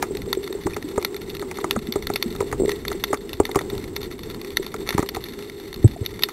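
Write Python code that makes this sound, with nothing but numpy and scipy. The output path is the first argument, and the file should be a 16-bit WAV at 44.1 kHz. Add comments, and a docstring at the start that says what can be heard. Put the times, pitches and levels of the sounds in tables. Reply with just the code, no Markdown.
"""Over a rocky seabed, heard by a microphone inside a sealed camera housing that a diver carries. From the
start moving water drones near 400 Hz (shaped noise) and shrimp crackle (impacts through the wall). The grip
knocks and bumps the case (struck resonances, swelling tones), soon with scrapes and small bubbles. At 2.6 s the
case creaks (a run of soft blows); at 5.84 s comes the strongest blow, a heavy 109 Hz thump, and at 6.23 s the
loudest of the close snaps."""
import sys
import numpy as np
from scipy import signal
from scipy.fft import rfft, irfft, next_fast_len
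from scipy.io import wavfile

SR = 44100
rng = np.random.default_rng(int(sys.argv[2]) if len(sys.argv) > 2 else 0)


def bounce(signal):
    """Save signal as a 16-bit WAV file at the path given by the first command-line argument."""
    frames = np.transpose(np.atleast_2d(signal))
    limited = np.clip(frames, -1, 1)
    pcm = np.round(limited * 32767).astype(np.int16)
    wavfile.write(sys.argv[1], SR, pcm)


N = 278712

# Resonances of the housing wall for sound from the water: [f/Hz, width/Hz, relative level/dB]
WALL_RESONANCES = [(428, 230, -4.5), (1008, 550, -4), (1358, 133, -1.5), (1958, 670, 4.5), (2161, 930, -2),
                   (2574, 690, -2.5), (3614, 396, 0.5), (4333, 414, -0.5), (5010, 230, -14),
                   (5760, 1000, -12.5)]


def from_db(db):
    """Decibels to amplitude gain."""
    return 10 ** (np.asarray(db) / 20)


def rms_one(x):
    """Scale to unit power."""
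    return x / np.sqrt(np.mean(x ** 2) + 1e-20)


def in_time(rows):
    """Interpolate each column of a time curve to every sample."""
    s, *columns = np.transpose(rows)
    return [np.interp(np.arange(N) / SR, s, column) for column in columns]


def add(out, s, sound):
    """Mix a short sound in at time s."""
    at = int(np.clip(round(s * SR), 0, N - 1))
    out[at:at + len(sound)] += sound[:N - at]


def cut(x, hz, kind, order=2):
    """Butterworth low- or high-pass."""
    sos = signal.butter(order, min(hz, .45 * SR), kind, fs=SR, output="sos")
    return signal.sosfilt(sos, x)


def resonate(x, hz, width):
    """One two-pole resonance with about unit gain at its top; a narrower one rings longer."""
    r = np.exp(-np.pi * width / SR)
    numerator = np.array([1, 0, -1]) * (1 - r * r) / 2
    denominator = [1, -2 * r * np.cos(2 * np.pi * hz / SR), r * r]
    return signal.lfilter(numerator, denominator, x + 1e-18)


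def steep_resonance(x, hz, width):
    """A resonance passed twice: it builds up briefly and leaves dark valleys on both sides."""
    return resonate(resonate(x, hz, width), hz, width)


def through_wall(x):
    """The wall passes sound through parallel resonances, with neighbours in opposite polarity."""
    out = np.zeros(N)
    for k, (hz, width, db) in enumerate(WALL_RESONANCES):
        out += (-1) ** k * from_db(db) * steep_resonance(x, hz, width)
    return out


def drift(rate):
    """Slow random wander: straight lines between normal draws, rate of them per second."""
    knots = rng.standard_normal(4096)
    return np.interp(np.arange(N) / SR * rate, np.arange(len(knots)), knots)


def coloured_noise(spectrum):
    """Noise with the given spectrum, interpolated over log frequency, rms 1."""
    hz, db = np.transpose(spectrum)
    size = next_fast_len(N)
    bins = np.maximum(np.fft.rfftfreq(size, 1 / SR), 1)
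    gain = from_db(np.interp(np.log(bins), np.log(hz), db))
    white = rfft(rng.standard_normal(size))
    return rms_one(irfft(white * gain, size)[:N])


def impact_shapes(count, scatter_s, scatter_db, tail_s, tail_db):
    """Unit-energy impacts: a direct spike, a quick scatter of reflections and a faint tail."""
    t = np.arange(SR // 20) / SR
    spread = np.zeros(len(t))
    for decay_s, db in [(scatter_s, scatter_db), (tail_s, tail_db)]:
        unit_energy = np.sqrt(2 / (decay_s * SR))
        spread += from_db(db) * unit_energy * np.exp(-t / decay_s)
    shapes = spread * rng.standard_normal((count, len(t)))
    shapes[:, 0] += 1  # the direct spike
    return shapes / np.linalg.norm(shapes, axis=1, keepdims=True)


def strike(events, shapes, modes, ring, weight_of):
    """Play impacts into modes, each a little uneven; weight_of(Hz) scales the event's colour per mode."""
    out = np.zeros(N)
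    uneven_db = 1.6 * rng.standard_normal((len(events), len(modes)))
    for k, (hz, width, mode_db) in enumerate(modes):
        force, weight = np.zeros(N), weight_of(hz)
        for (s, db, colour_db), shape, chance_db in zip(events, shapes, uneven_db[:, k]):
            level_db = db + mode_db + weight * colour_db + chance_db
            add(force, s, from_db(level_db) * shape)
        out += (-1) ** k * ring(force, hz, width)
    return out


def swell_and_ring(events, rise_s, decay_s):
    """Soft blows: a tone that builds up over the contact and dies away."""
    out, t = np.zeros(N), np.arange(SR // 8) / SR
    envelope = (1 - np.exp(-t / rise_s)) ** 2 * np.exp(-t / decay_s)
    envelope = envelope / envelope.max()
    for s, db, hz in events:
        add(out, s, from_db(db) * envelope * np.sin(2 * np.pi * hz * t))
    return out


def far_shrimp(crackle_db, per_s, spread_db, wash_db):
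    """Countless farther snaps of uneven size merge into a steady crackle over a smooth wash."""
    size_db = spread_db * np.minimum(rng.exponential(1, N), 3.5)
    sizes = from_db(size_db) * rng.choice([-1, 1], N)
    snaps = rms_one(sizes * (rng.random(N) < per_s / SR))
    # each snap becomes a short burst of noise whose power decays over 5.4 ms
    power = signal.lfilter([1], [1, -np.exp(-1 / (0.0054 * SR))], snaps ** 2 + 1e-18)
    water = (rms_one(np.sqrt(power)) + from_db(wash_db)) * rng.standard_normal(N)
    return from_db(crackle_db) * rms_one(through_wall(water))


def drone(cavity_hz, cavity_width, cavity_db):
    """Flow noise, muffled by the case and tuned by the air inside it, over a low rumble."""
    # Water flowing round the housing: [f/Hz, relative density/dB per Hz]
    flow_spectrum = [(15, -3.5), (35, -5), (60, -3.5), (130, -6), (230, -1.5), (310, -0.5), (360, 5),
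                     (410, 1), (470, -4), (540, -15), (630, -19.5), (850, -17), (1300, -26.5), (2500, -32),
                     (6000, -38.5)]
    # The water's push on the housing: [t/s, relative drone level/dB, relative rumble level/dB]
    flow_push = [(0.0, -32, -44), (0.37, -36.5, -46), (0.9, -35.5, -46), (1.11, -37, -46),
                 (1.53, -34, -46.5), (2.38, -35.5, -41), (2.57, -33.5, -34), (2.73, -36.5, -40.5),
                 (3.06, -36.5, -43.5), (3.38, -38, -42), (3.66, -33, -41), (4.05, -38, -45.5),
                 (4.68, -36.5, -49.5), (4.98, -37, -43), (5.38, -39.5, -48), (5.74, -40.5, -46),
                 (5.9, -42, -37.5), (6.32, -37.5, -53.5)]
    drone_db, rumble_db = in_time(flow_push)

    flow = rms_one(cut(coloured_noise(flow_spectrum), 193, "high"))
    cavity = rms_one(steep_resonance(rng.standard_normal(N), cavity_hz, cavity_width))
    hum = rms_one(flow + from_db(cavity_db) * cavity)

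    low_noise = cut(coloured_noise(flow_spectrum), 158, "low")
    rumble = rms_one(cut(low_noise, 19.5, "high", order=4))

    # both levels waver at random around the push
    hum_gain = from_db(drone_db + 2.5 + 2.18 * drift(22))
    rumble_gain = from_db(rumble_db + 5 + 3.6 * drift(13))
    return hum_gain * hum + rumble_gain * rumble


def bubbles():
    """Each small bubble rings briefly at its own pitch."""
    # Small bubbles: [t/s, level/dB, f/Hz, decay/s]
    bubble_rows = [(0.734, -28.5, 2430, 0.0017), (0.763, -30, 1850, 0.002), (2.694, -36.5, 1940, 0.042),
                   (5.961, -29, 690, 0.0038)]
    out = np.zeros(N)
    for s, db, hz, decay_s in bubble_rows:
        out += swell_and_ring([(s, db, hz)], rise_s=0.002, decay_s=decay_s)
    return out


def faint_snaps(count):
    """Shrimp a few metres off snap at chance moments, one per equal slot, each with its own strength."""
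    level_db, spread_db, body_db = -43, 2.5, 0.5  # relative, on the scale of the close snaps
    times = (np.arange(count) + rng.random(count)) / count * N / SR
    louder = np.clip(rng.standard_normal(count), -2, 2)
    return [(s, level_db + spread_db * chance, body_db) for s, chance in zip(times, louder)]


def near_shrimp():
    """Each claw snap arrives with echoes off the rock and rings the wall for a few milliseconds."""
    # The closest snaps: [t/s, relative level/dB, body around 2 kHz/dB]
    close_snaps = [(0.1699, -36, -5), (0.3286, -27.5, 5), (0.4758, -40, 2.5), (0.8249, -40, 2.5),
                   (1.0256, -36, -1), (1.0478, -22, -2), (1.1641, -32, -8), (1.2991, -36, -9),
                   (1.3494, -33, -7), (1.3676, -39.5, -3), (1.7094, -22, -5), (1.9231, -28, -6.5),
                   (2.0695, -28.5, 0), (2.1367, -29.5, -13), (2.1584, -22.5, -2), (2.2253, -24, -0.5),
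                   (2.6927, -34, 5), (2.7166, -28.5, -0.5), (2.8511, -42, 10.5), (2.8807, -27.5, -4),
                   (3.0385, -21, -2.5), (3.3308, -30.5, -5.5), (3.4527, -36, 6.5), (3.5895, -37, 8),
                   (3.7788, -39, -6), (3.9635, -25.5, -7), (4.0297, -36, 0), (4.2326, -38.5, -4),
                   (4.4462, -44, 6), (4.5702, -19.5, -6.5), (4.8738, -39.5, 5.5), (4.8897, -26, 5),
                   (4.9057, -32, 3.5), (5.0888, -26.5, -2.5), (5.2395, -33.5, -12), (5.7421, -37, -2),
                   (6.061, -25.5, -11), (6.1921, -41, 7.5), (6.2228, -29.5, -6), (6.2346, -14.5, -8.5)]
    snaps = list(close_snaps) + faint_snaps(count=76)
    shapes = impact_shapes(len(snaps), scatter_s=.0018, scatter_db=3.5, tail_s=.014, tail_db=-12)

    def body_weight(hz):
        """Full weight below 1850 Hz, none above 3700 Hz."""
        return np.clip(np.log2(3700 / hz), 0, 1)

    return from_db(40.0) * strike(snaps, shapes, WALL_RESONANCES, steep_resonance, body_weight)


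def scrapes(grains_per_s, low_hz, high_hz):
    """Tiny catches along the case tick the wall in quick succession under each stroke."""
    # Gritty scrapes: [start t/s, end t/s, level/dB]
    scrape_rows = [(0.688, 0.756, -43), (1.476, 1.535, -48.5), (2.67, 2.768, -41.5), (4.856, 4.988, -37.5)]
    grains = rng.standard_normal(N) * (rng.random(N) < grains_per_s / SR)
    grit = cut(through_wall(grains), low_hz, "high")
    grit = rms_one(cut(grit, high_hz, "low", order=1))
    t, stroke = np.arange(N) / SR, np.zeros(N)
    for start, end, db in scrape_rows:
        progress = np.clip((t - start) / (end - start), 0, 1)
        stroke += from_db(db) * np.sqrt(np.abs(np.sin(np.pi * progress)))
    return stroke * grit


def rubs(case_hz, spread_hz):
    """Stick and slip of the grip: a quick uneven run of soft blows makes the case creak."""
    # The grip slides over the case: [start t/s, end t/s, mean level/dB, slips per s]
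    rub_rows = [(2.6, 2.658, -10.5, 100)]
    slips = []
    for start, end, db, per_s in rub_rows:
        for s in np.arange(start, end, 1 / per_s):
            late, louder, higher = rng.standard_normal(3)
            slips.append((s + 0.0022 * late, db + 0.61 * louder, case_hz + spread_hz * higher))
    return swell_and_ring(slips, rise_s=0.00054, decay_s=0.0047)


def bumps():
    """The grip shifts on the case and sets its low resonances ringing."""
    # Soft bumps of the grip: [t/s, relative level/dB, f/Hz]
    bump_rows = [(0.108, -21.5, 396), (0.275, -23, 410), (0.371, -16, 384), (0.504, -20.5, 390),
                 (0.55, -22, 405), (0.658, -19, 334), (0.843, -23.5, 297), (1.771, -18, 221),
                 (1.886, -21.5, 230), (2.259, -20, 226), (2.679, -14.5, 409), (2.693, -22.5, 353),
                 (2.948, -22, 374), (3.104, -20.5, 385), (4.596, -20.5, 388), (4.751, -24.5, 406),
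                 (6.026, -30, 450)]
    return from_db(3.0) * swell_and_ring(bump_rows, rise_s=0.0012, decay_s=0.0099)


def knocks():
    """Direct contacts ring the case; the bass weight tilts each from clatter towards low body."""
    # Hard knocks on the case: [t/s, relative level/dB, bass weight/dB]
    knock_rows = [(0.0260, -19, -6), (0.0367, -31.5, -6), (0.6675, -22.5, 0), (0.7648, -28.5, -0.5),
                  (0.9778, -22, 5.5), (1.4242, -29.5, -1.5), (1.5131, -32, -7), (1.5852, -28, 4),
                  (1.6423, -22.5, 1.5), (1.7621, -25.5, 3), (1.9566, -21, 6.5), (2.1003, -24, 4.5),
                  (2.351, -34.5, -1.5), (2.4051, -21.5, 2.5), (2.4237, -31.5, 8.5), (2.5262, -21, 0),
                  (2.916, -28, -3), (3.1296, -17, 5.5), (3.1433, -32, -14), (3.3999, -17.5, 7.5),
                  (3.4913, -32.5, 2), (3.5471, -30, -2), (3.5573, -15, 3), (3.5707, -27.5, 7.5),
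                  (3.6094, -31, 1), (4.7419, -30, -1.5), (4.926, -30, -7), (4.9386, -35, 3),
                  (4.9796, -17, -0.5), (4.9922, -25.5, 0), (5.002, -32.5, -3), (5.0264, -23.5, 2.5),
                  (5.147, -33.5, -6.5), (5.167, -29.5, 2), (6.2874, -30.5, -9)]
    # Resonances of the case when struck directly: [f/Hz, width/Hz, relative level/dB]
    case_resonances = [(79.4, 51, -1.5), (298, 124, 1), (414.6, 44.6, 9.5), (580, 138, -1.5), (786, 147, 1),
                       (988, 83, 0), (1140, 117, 1.5), (1280, 195, 1), (2074, 325, -8.5), (2800, 3600, -28),
                       (4000, 3800, -22)]
    shapes = impact_shapes(len(knock_rows), scatter_s=.0027, scatter_db=-2.0, tail_s=0.013, tail_db=-10)

    def bass_weight(hz):
        """Positive below 1 kHz and negative above it."""
        return np.clip(np.log2(1000 / hz), -.9, 1)

    return from_db(40.5) * strike(knock_rows, shapes, case_resonances, resonate, bass_weight)


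def thumps(case_hz, case_db):
    """A heavy push swings the camera for a few cycles at most; its first jolt also rings the case."""
    # Deep thumps through the whole camera: [t/s, level/dB, f/Hz, length/s]
    thump_rows = [(0.657, -17, 129, 0.0096), (0.977, -16.5, 193, 0.0074), (1.759, -21, 132, 0.013),
                  (4.9485, -9.5, 178, .008), (4.9933, -8.5, 186, 0.0062), (5.8427, 2.5, 109.4, 0.032),
                  (6.01, -17, 99, 0.025)]
    swing, jolts, after_swings = np.zeros(N), [], []
    for s, db, hz, length in thump_rows:
        t = np.arange(int(length * SR)) / SR
        envelope = np.sin(np.pi * (t / length) ** 0.63) ** 1.64  # peaks early
        add(swing, s, from_db(db) * envelope * np.sin(2 * np.pi * hz * t))
        jolts.append((s, db + case_db, case_hz))
        after_swings.append((s, db - 32, hz))
    jolt = swell_and_ring(jolts, rise_s=0.0037, decay_s=0.0021)
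    after_swing = swell_and_ring(after_swings, rise_s=0.0043, decay_s=0.039)
    return swing + jolt + after_swing


def scene():
    """Everything as it reaches the microphone inside the housing."""
    water = drone(cavity_hz=403.4, cavity_width=22.2, cavity_db=-3.0) + bubbles()
    shrimp = far_shrimp(crackle_db=-48, per_s=220, spread_db=5.0, wash_db=-28.5) + near_shrimp()
    grit = scrapes(grains_per_s=610, low_hz=750, high_hz=1290)
    handling = rubs(case_hz=375.5, spread_hz=17.4) + bumps() + knocks()
    handling += thumps(case_hz=287, case_db=-5.0)
    return (water + shrimp + grit + handling)[None]


def mirror_images(x, first_db, second_db):
    """A faint metallic edge: the slope of the sound is mirrored around 8 and 16 kHz."""
    phase = 2 * np.pi * 8000 * np.arange(N) / SR
    carriers = from_db(first_db) * np.sin(phase) + from_db(second_db) * np.cos(2 * phase)
    return x + np.gradient(x, axis=-1) * carriers


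def record(dry):
    """A narrow-band recorder that adds mirror tones, rounds the peaks and cuts the top."""
    sound = mirror_images(cut(dry, 9170, "low", order=6), first_db=5.0, second_db=-11.0)
    sound = .95 * sound / (1 + np.abs(sound / .9) ** 6) ** (1 / 6)
    top_cut = signal.ellip(10, .2, 80, 15600, fs=SR, output="sos")  # ripple dB, stop dB, edge Hz
    return signal.sosfilt(top_cut, sound)


dry = scene()
out = record(dry)
bounce(out)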